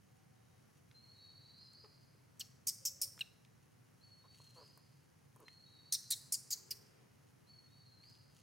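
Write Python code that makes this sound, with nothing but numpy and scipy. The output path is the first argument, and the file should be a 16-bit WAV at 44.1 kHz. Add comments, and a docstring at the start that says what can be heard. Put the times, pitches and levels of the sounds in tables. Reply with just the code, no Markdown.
"""A far engine throbs under the hiss of a forest, where two birds begin to repeat their whistled songs.
A mother macaque, handling her infant on dry leaves, grunts softly; at 2.4 s it screams in short squeaks,
each a chaotic rasp of the vocal folds that relaxes into falling whistles, thrown back by the trunks.
From 4.2 s she grunts again and the leaves crackle as the monkeys shift. A second bout of squeaks
comes at 5.9 s; then one bird sings once more, and at 8 s the leaves stir a last time."""
import sys
import numpy as np
from scipy import signal
from scipy.fft import rfft, irfft
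from scipy.io import wavfile
from scipy.ndimage import map_coordinates

SR = 44100
rng = np.random.default_rng(int(sys.argv[2]) if len(sys.argv) > 2 else 0)


def unload_audio(sound):
    """Save the sound as a 16-bit wav file, at the path given as the first command line argument."""
    columns = np.transpose(np.atleast_2d(sound))
    # keep every value between -1 and 1, then stretch to whole-number steps
    steps = np.round(np.clip(columns, -1, 1) * 32767)
    wavfile.write(sys.argv[1], SR, steps.astype(np.int16))


N = 371322


# The infant's squeak cues: t/s, rasp length/s, rasp level/dB, fade over the rasp/dB, pitch/Hz,
# mouth resonance/Hz, its gain/dB, bright resonance/Hz, its gain/dB,
# whistle delay/s, whistle length/s, main whistle level/dB, upper whistle level/dB
SQUEAKS = [ (2.3947, 0.0046, -40, 5.5, 5830, 12500, -7, 8200, -17, .002, 0.0099, -74, -47),
           (2.401, .013, -44.5, -2.5, 3213, 5600, 1, 6900, -2, 0.008, 0.01, -46, -46),
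           (2.669, 0.029, -34.5, -1.5, 5500, 6780, -5, 9220, -3.5, 0.017, 0.016, -39.5, -56),
           (2.851, .042, -34.5, 10.5, 5750, 7230, -4, 10000, -28, 0.0021, 0.034, -40, -58),
           (3.0145, 0.047, -31.5, 18.5, 5360, 9150, -6, 9800, -17, 0.017, .012, -42.5, -65),
           (3.19, .003, -47, 3, 6000, 3270, 0, 12700, -11, 0.0069, 0.017, -78, -58.5),
           (3.2075, 0.0089, -43, 6, 2950, 3470, 3, 6940, -10, .001, 0.012, -36, -41.5),
           (5.9227, 0.033, -31.5, 5.5, 4237, 5750, 4, 9050, 1.5, .02, .016, -45.5, -40.5),
           (6.104, .034, -32.5, 7, 4214, 7310, -4, 9370, 0.5, .013, .027, -40.5, -46),
           (6.3215, 0.03, -34.5, 1, 5270, 6660, -1, 9200, 5, .02, .015, -38.5, -41.5),
           (6.504, 0.033, -40.5, -4, 4925, 7000, 2, 14800, -12, 0.02, 0.017, -43.5, -41.5),
           (6.7065, 0.016, -38, 3, 5190, 2930, -13, 8460, -13.5, 0.0029, 0.014, -39, -59)]


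def infant(top_hz=13500, top_db=-8, edge_share=0.71, spacing_share=0.42, rough_per_s=10.6,
           undertone_db=-27, overtone_db=-20.5):
    """Two stems, rasps and whistles: each rasp locks into four whistles, rougher after a long rasp."""
    rasps, whistles = np.zeros((2, N))
    for (start, length, db, fade_db, pitch_hz, mouth_hz, mouth_db, bright_hz, bright_db,
         delay, whistle_length, main_db, upper_db) in SQUEAKS:
        resonances = [(pitch_hz, 0), (mouth_hz, mouth_db), (bright_hz, bright_db), (top_hz, top_db)]
        add(rasps, start, undb(db) * rasp(length, fade_db, edge_share * pitch_hz, resonances))
        ladder_db = [main_db + undertone_db, main_db, upper_db, upper_db + overtone_db]
        for rung, rung_db in enumerate(ladder_db, start=-1):
            hz = pitch_hz * (1 + rung * spacing_share)
            tone = whistle(whistle_length, hz, rough_per_s * length)
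            add(whistles, start + delay, undb(rung_db) * tone)
    return rasps, whistles


def rasp(length, fade_db, edge_hz, resonances, width_hz=550, widening=0.18, fall=0.1094, hiss_db=-17,
         throat_db=-21, flutter_db=-1.7, wander_hz=290, locking=0.47, notch_depth=0.66):
    """Chaotic vocal folds excite resonances, which grow more tonal and sink as the effort ends."""
    t = np.arange(4096) / SR
    progress = np.minimum(t / length, 1.2)
    lock = locking * (0.34 + progress)
    folds = rng.standard_normal(len(t))
    voice = 0
    for hz, db in resonances:
        harsh = resonate(folds, hz, width_hz + widening * hz)
        # crossfade from noise towards a partial that wanders inside the resonance
        partial = np.sqrt(2) * np.sin(phase_of(hz + wander_hz * walk(447, len(t))))
        voice += undb(db) * (np.sqrt(1 - lock) * harsh + np.sqrt(lock) * np.std(harsh) * partial)
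    # turbulent air fills the valleys above a sharp edge; the throat hums weakly below it
    voice += undb(hiss_db) * shape(folds, lambda f: 1 / (1 + (edge_hz / f) ** 20))
    voice += undb(throat_db) * resonate(folds, 0.61 * edge_hz, 400)
    voice = unit(voice * undb(flutter_db * walk(350, len(t))))
    speed = 1 + fall * (.25 - progress ** 3)  # varispeed bends the whole rasp down
    voice = map_coordinates(voice, [np.cumsum(speed)], order=5, mode="wrap")
    # an antiresonance of the throat cuts a notch at the edge
    voice -= notch_depth * resonate(voice, 1.026 * edge_hz, 610)
    fade = undb(-fade_db * np.minimum(progress, 1))
    return voice * fade * gate(t, length, attack=0.0021, release=0.012)


def whistle(length, start_hz, rough, fall=0.116, bend=1.13, jitter=0.082, shimmer_db=8.7, octave_db=-26):
    """The folds lock into one tone that falls ever faster; roughness shakes its pitch and level."""
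    t = np.arange(4096) / SR
    glide_hz = start_hz * (1 - fall * np.minimum(t / length, 2) ** bend)
    phase = phase_of(glide_hz * (1 + jitter * rough * walk(700, len(t))))
    tone = np.sqrt(2) * (np.sin(phase) + undb(octave_db) * np.sin(2 * phase))
    shimmer = undb(shimmer_db * rough * walk(400, len(t)))
    return tone * shimmer * gate(t, .9 * length, attack=0.0006, release=0.004)


# The mother's grunt cues: t/s, length/s, level/dB, pitch/Hz, throat resonance/Hz, mouth gain/dB
GRUNTS = [ (1.837, 0.029, -65.5, 422, 483, -6), (2.146, 0.012, -73.5, 417, 440, -22),
          (4.238, 0.028, -68, 236, 516, 6), (4.398, 0.0087, -65, 208, 495, 4),
          (4.549, 0.09, -63.5, 161.2, 484, -1.5), (4.772, 0.0073, -60.5, 208, 513, 4),
          (5.358, 0.0115, -64.5, 200, 420, 7), (5.39, 0.054, -62.5, 157.1, 403, -10)]


def mother(droop=.26, breathiness=.65, mouth_hz=1024, open_db=-19):
    """Loose, sinking pulses and air through throat and mouth; the higher the grunt, the cleaner."""
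    out, t = np.zeros(N), np.arange(8192) / SR
    for start, length, db, pitch_hz, throat_hz, mouth_db in GRUNTS:
        sag = droop * (.5 - np.minimum(t / length, 1))
        hz = pitch_hz * (1 + sag + 0.043 * walk(280, len(t)))
        pulses = np.diff(np.floor(np.cumsum(hz) / SR), prepend=0)
        breath = breathiness * 170 / pitch_hz * rng.standard_normal(len(t))
        source = unit(pulses) + breath
        voice = resonate(source, throat_hz, 210) + undb(mouth_db) * resonate(source, mouth_hz, 220)
        voice += undb(open_db) * resonate(source, 1170, 530)
        add(out, start, undb(db) * unit(voice) * gate(t, length, 0.23 * length, 0.14 * length))
    return out


# Spot snaps of leaves and twigs, and at 3.193 s the click that opens an infant's squeak: t/s, level/dB, centre
# f/Hz
SNAPS = [(0.913, -61.5, 2600), (1.732, -64, 7000), (1.846, -60, 1500), (3.178, -56, 1190),
         (3.193, -50, 3100), (3.449, -62, 2730), (4.344, -59.5, 2780), (4.775, -59.5, 11000),
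         (5.361, -62, 10500), (5.402, -61, 12500), (5.482, -49, 2190), (8.037, -63, 2200),
         (8.098, -63, 6500), (8.152, -62.5, 4000), (8.366, -66, 5000)]
# The monkeys shift on the leaf litter: t/s, length/s, level/dB
STIRS = [(4.295, .36, -76), (5.35, .09, -75.5), (8.002, 0.14, -84), (8.31, 0.11, -71)]


def leaves(snap_decay_s=0.0031, grains_per_s=1100, cluster_db=1.5, cluster_hz=14, floor_db=-84):
    """Single snaps over a fine crackle of dry leaves, which swells whenever the monkeys move."""
    out, t = np.zeros(N), np.arange(2048) / SR
    for start, db, hz in SNAPS:
        snap = unit(resonate(rng.standard_normal(len(t)), hz, .9 * hz))
        add(out, start, undb(db) * snap * np.exp(-t / snap_decay_s))
    ticks = (rng.random(N) < grains_per_s / SR) * rng.standard_normal(N)
    ticks *= undb(np.minimum(rng.exponential(size=N), 4))  # random accents
    grain = rng.standard_normal(len(t)) * np.exp(-t / 0.0012)
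    grains = signal.fftconvolve(ticks, grain)[:N]
    crackle = resonate(grains, 4130, 4400) + 0.3 * resonate(grains, 10000, 5500)
    crackle *= undb(cluster_db * walk(cluster_hz, N))
    stirring = sum(undb(db) * gate(np.arange(N) / SR - start, length, attack=0.068, release=0.14)
                   for start, length, db in STIRS)
    return out + unit(crackle) * (undb(floor_db) + stirring)


# The clear song, a held note, a dip and an upward sweep:
# t into the song/s, length/s, start f/Hz, end f/Hz, relative level/dB, warble depth/Hz
CLEAR_SONG = [ (0, 0.015, 4000, 4230, 3, 8), (.016, .14, 4463, 4327, 0, 7),
              (.21, 0.16, 3777, 4000, -11, 65), (.26, 0.1038, 4424, 4440, -4, 55),
              (.38, .14, 4255, 4150, -2, 16), (.542, .068, 4180, 4957, 2.5, 16),
              (.606, 0.024, 4900, 5050, 5, 17)]
# The second bird's more quavering song: columns as above
QUAVERING_SONG = [ (0, .05, 4090, 4200, 0.5, 29), (.045, .16, 4250, 4380, -1, 44.7),
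                  (.205, 0.16, 3917, 3856, -3, 55), (.26, .24, 4403, 4490, -6, 60.9),
                  (.39, 0.18, 4070, 4110, -2, 35), (.55, 0.14, 3980, 4290, -0.5, 30.24),
                  (.6, .115, 4550, 5090, -0.5, 26)]
# Cues for the clear song: t/s, level before the mix/dB
CLEAR_CUES = [(1.176, -66.5), (4.003, -68), (7.463, -68)]
# Cues for the quavering song: t/s, level before the mix/dB
QUAVERING_CUES = [(.937, -67), (5.445, -67)]


def birds(warble_rate_hz=45):
    """Two birds each repeat their own song of pure whistles that slide and quiver."""
    out, t = np.zeros(N), np.arange(16384) / SR
    for song, cues in (CLEAR_SONG, CLEAR_CUES), (QUAVERING_SONG, QUAVERING_CUES):
        for start, song_db in cues:
            for offset, length, start_hz, end_hz, db, warble_hz in song:
                glide_hz = np.interp(t, [0, length], [start_hz, end_hz])
                phase = phase_of(glide_hz + warble_hz * walk(warble_rate_hz, len(t)))
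                note = np.sqrt(2) * np.sin(phase) * gate(t, length, attack=.01, release=.013)
                add(out, start + offset, undb(song_db + db) * note)
    return out


def ground(x, scatter_db=-15, scatter_hz=6000):
    """Scatter off the leaf litter ripples the phase between left and right, most in the treble."""
    ripple = walk(300, 8192)
    ripple_hz = np.linspace(0, SR / 2, len(ripple))
    side = shape(x, lambda f: 1j * np.interp(f, ripple_hz, ripple) * np.sqrt(f / scatter_hz))
    return stereo(x, undb(scatter_db) * side)


# EQ of the echo off the trunks: f/Hz, gain/dB
ECHO_EQ = [(300, 8), (2000, 8.5), (2850, -8), (3700, 0), (4900, 3), (9000, 1), (15000, -0.5)]


def forest(x, t60, build_s, correlation, treble_loss=0.46, patchy_db=2.0):
    """Echoes off many trunks build up, then die away, the treble first."""
    t = np.arange(65536) / SR
    apart, common = rng.standard_normal((2, len(t))), rng.standard_normal(len(t))
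    echoes = np.sqrt(1 - correlation) * apart + np.sqrt(correlation) * common
    echoes *= undb(patchy_db * walk(110, len(t)))
    decay_db = -60 * t / t60
    echoes *= (1 - np.exp(-t / build_s)) * undb(decay_db)
    echoes = shape(echoes / np.linalg.norm(echoes[0]), lambda f: undb(along(ECHO_EQ, f)))
    treble = shape(echoes, lambda f: 1 / (1 + (9000 / f) ** 6))
    echoes = echoes - treble + treble * undb(treble_loss * decay_db)
    return signal.fftconvolve(x[None], echoes, axes=1)[:, :N]


def engine(firing_hz=22.0, body_hz=122, width_hz=70, db=-69, side_db=-9, throb=0.33):
    """A slow engine far off: each firing arrives as a blurred swell of rumble."""
    firing_phase = phase_of(firing_hz * (1 + 0.026 * walk(8.8, N)))
    swell = 1 + throb * np.cos(firing_phase)
    thuds = unit(resonate(rng.standard_normal(N) * swell, body_hz, width_hz))
    scatter = unit(resonate(rng.standard_normal(N), body_hz, width_hz))
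    return undb(db) * stereo(thuds, undb(side_db) * scatter)


# Faint swells of filtered noise: t/s, length/s, centre f/Hz, width/Hz, level/dB
SWELLS = [(0.039, 0.52, 763, 28, -81.5), (2.8, 0.35, 544, 48, -74.5), (.35, 0.25, 3800, 120, -91),
          (6.55, 0.53, 415, 130, -74.5), (6.5, 0.584, 820, 2300, -75)]


def swells():
    """Faint swells of filtered noise, mostly narrow bands, some following the squeaks."""
    out, t = np.zeros((2, N)), np.arange(32768) / SR
    for start, length, hz, width_hz, db in SWELLS:
        for channel in out:
            band = unit(resonate(rng.standard_normal(len(t)), hz, width_hz))
            add(channel, start, undb(db) * band * gate(t, length, attack=0.016, release=0.037))
    return out


# EQ of the ambience bed: f/Hz, relative level/dB
AIR_EQ = [(18, -64), (30, -35), (64, -49), (92, -1.5), (140, -4), (263, -12.5), (341, -16.5), (505, -16.5),
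          (575, -20.5), (747, -20), (1110, -20.5), (2020, -22.5), (3680, -32), (5740, -27.5),
          (15500, -36.5)]
# Stereo image of the bed: f/Hz, left-right correlation
AIR_CORRELATION = [(60, 0.97), (130, 0.91), (260, -0.48), (500, -0.41), (1000, 0.13), (3000, 0.51),
                   (12000, 0.55)]


def air(db=-72.5, drift_db=.5, insect_hz=10500, insect_db=4, hollow_hz=7700, hollow_db=5, gap_db=5):
    """A bed of distant rumble and leaf hiss, swelling slightly, with a hollow under a band of insects."""
    def mid_eq(f):
        insects = insect_db * np.exp(-((f - insect_hz) / 450) ** 2)
        hollow = hollow_db * np.exp(-((f - hollow_hz) / 900) ** 2)
        engine_gap = gap_db / (1 + ((f - 125) / 45) ** 2)  # leaves room for the engine
        return undb(along(AIR_EQ, f) + insects - hollow - engine_gap)

    def side_eq(f):
        correlation = along(AIR_CORRELATION, f)
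        return mid_eq(f) * np.sqrt((1 - correlation) / (1 + correlation))

    mid = shape(rng.standard_normal(N), mid_eq)
    side = shape(rng.standard_normal(N), side_eq)
    return stereo(mid, side) / np.std(mid) * undb(db + drift_db * walk(2, N))


def undb(db):
    """Decibels to gain."""
    return 10 ** (np.asarray(db) / 20)


def unit(x):
    """Scale to rms 1."""
    return x / np.sqrt(np.mean(x ** 2) + 1e-30)


def add(track, start, x):
    """Mix a sound in at a time in seconds."""
    i = int(start * SR)
    track[i:i + len(x)] += x[:len(track) - i]


def stereo(mid, side):
    """Mid and side to left and right."""
    return np.array([mid + side, mid - side])


def phase_of(hz):
    """Oscillator phase for a pitch curve."""
    return 2 * np.pi * np.cumsum(hz) / SR


def shape(x, gain):
    """EQ by a gain that is a function of frequency."""
    f = np.fft.rfftfreq(x.shape[-1], 1 / SR) + 0.00088  # keeps clear of 0 Hz
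    return irfft(rfft(x) * gain(f), x.shape[-1])


def along(points, f):
    """Read (Hz, value) points on a log-frequency axis."""
    hz, value = np.transpose(points)
    return np.interp(np.log(f), np.log(hz), value)


def resonate(x, hz, width):
    """A steep resonant band-pass."""
    return shape(x, lambda f: 1 / (1 + ((f * f - hz * hz) / (f * width)) ** 2))


def walk(rate, size):
    """Smooth random modulator of rms 1 that changes about rate times a second."""
    return unit(shape(rng.standard_normal(size), lambda f: 1 / (1 + (f / rate) ** 4)))


def gate(t, length, attack, release):
    """An envelope that opens at zero and closes softly around the given length."""
    return np.clip(t / attack, 0, 1) * (1 - np.tanh((t - length) / release)) / 2


def scene(rasp_send_db=-13, soft_send_db=-18.5, bird_direct_db=-9, foliage_db=-4.0, bird_echo_db=-2.5):
    """The monkeys sit close and straight ahead; the birds arrive blurred by foliage, mostly as echo."""
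    rasps, whistles = infant()
    soft = whistles + mother() + leaves()
    songs = birds()
    # the wide-open mouth throws the rasps furthest into the trees
    send = undb(rasp_send_db) * rasps + undb(soft_send_db) * soft
    monkeys = ground(rasps + soft) + forest(send, t60=.6, build_s=0.002, correlation=0.8)
    foliage = undb(foliage_db) * forest(songs, t60=0.095, build_s=0.0018, correlation=0.93)
    bird_echo = undb(bird_echo_db) * forest(songs, t60=1.2, build_s=0.017, correlation=0.91)
    canopy = undb(bird_direct_db) * songs + foliage + bird_echo
    return monkeys + canopy + engine() + air() + swells()


def record(dry, cutoff_hz=15950):
    """A steep low-pass on the master cuts the top."""
    return signal.sosfilt(signal.ellip(10, .2, 75, cutoff_hz, fs=SR, output="sos"), dry)


dry = scene()
out = record(dry)
unload_audio(out)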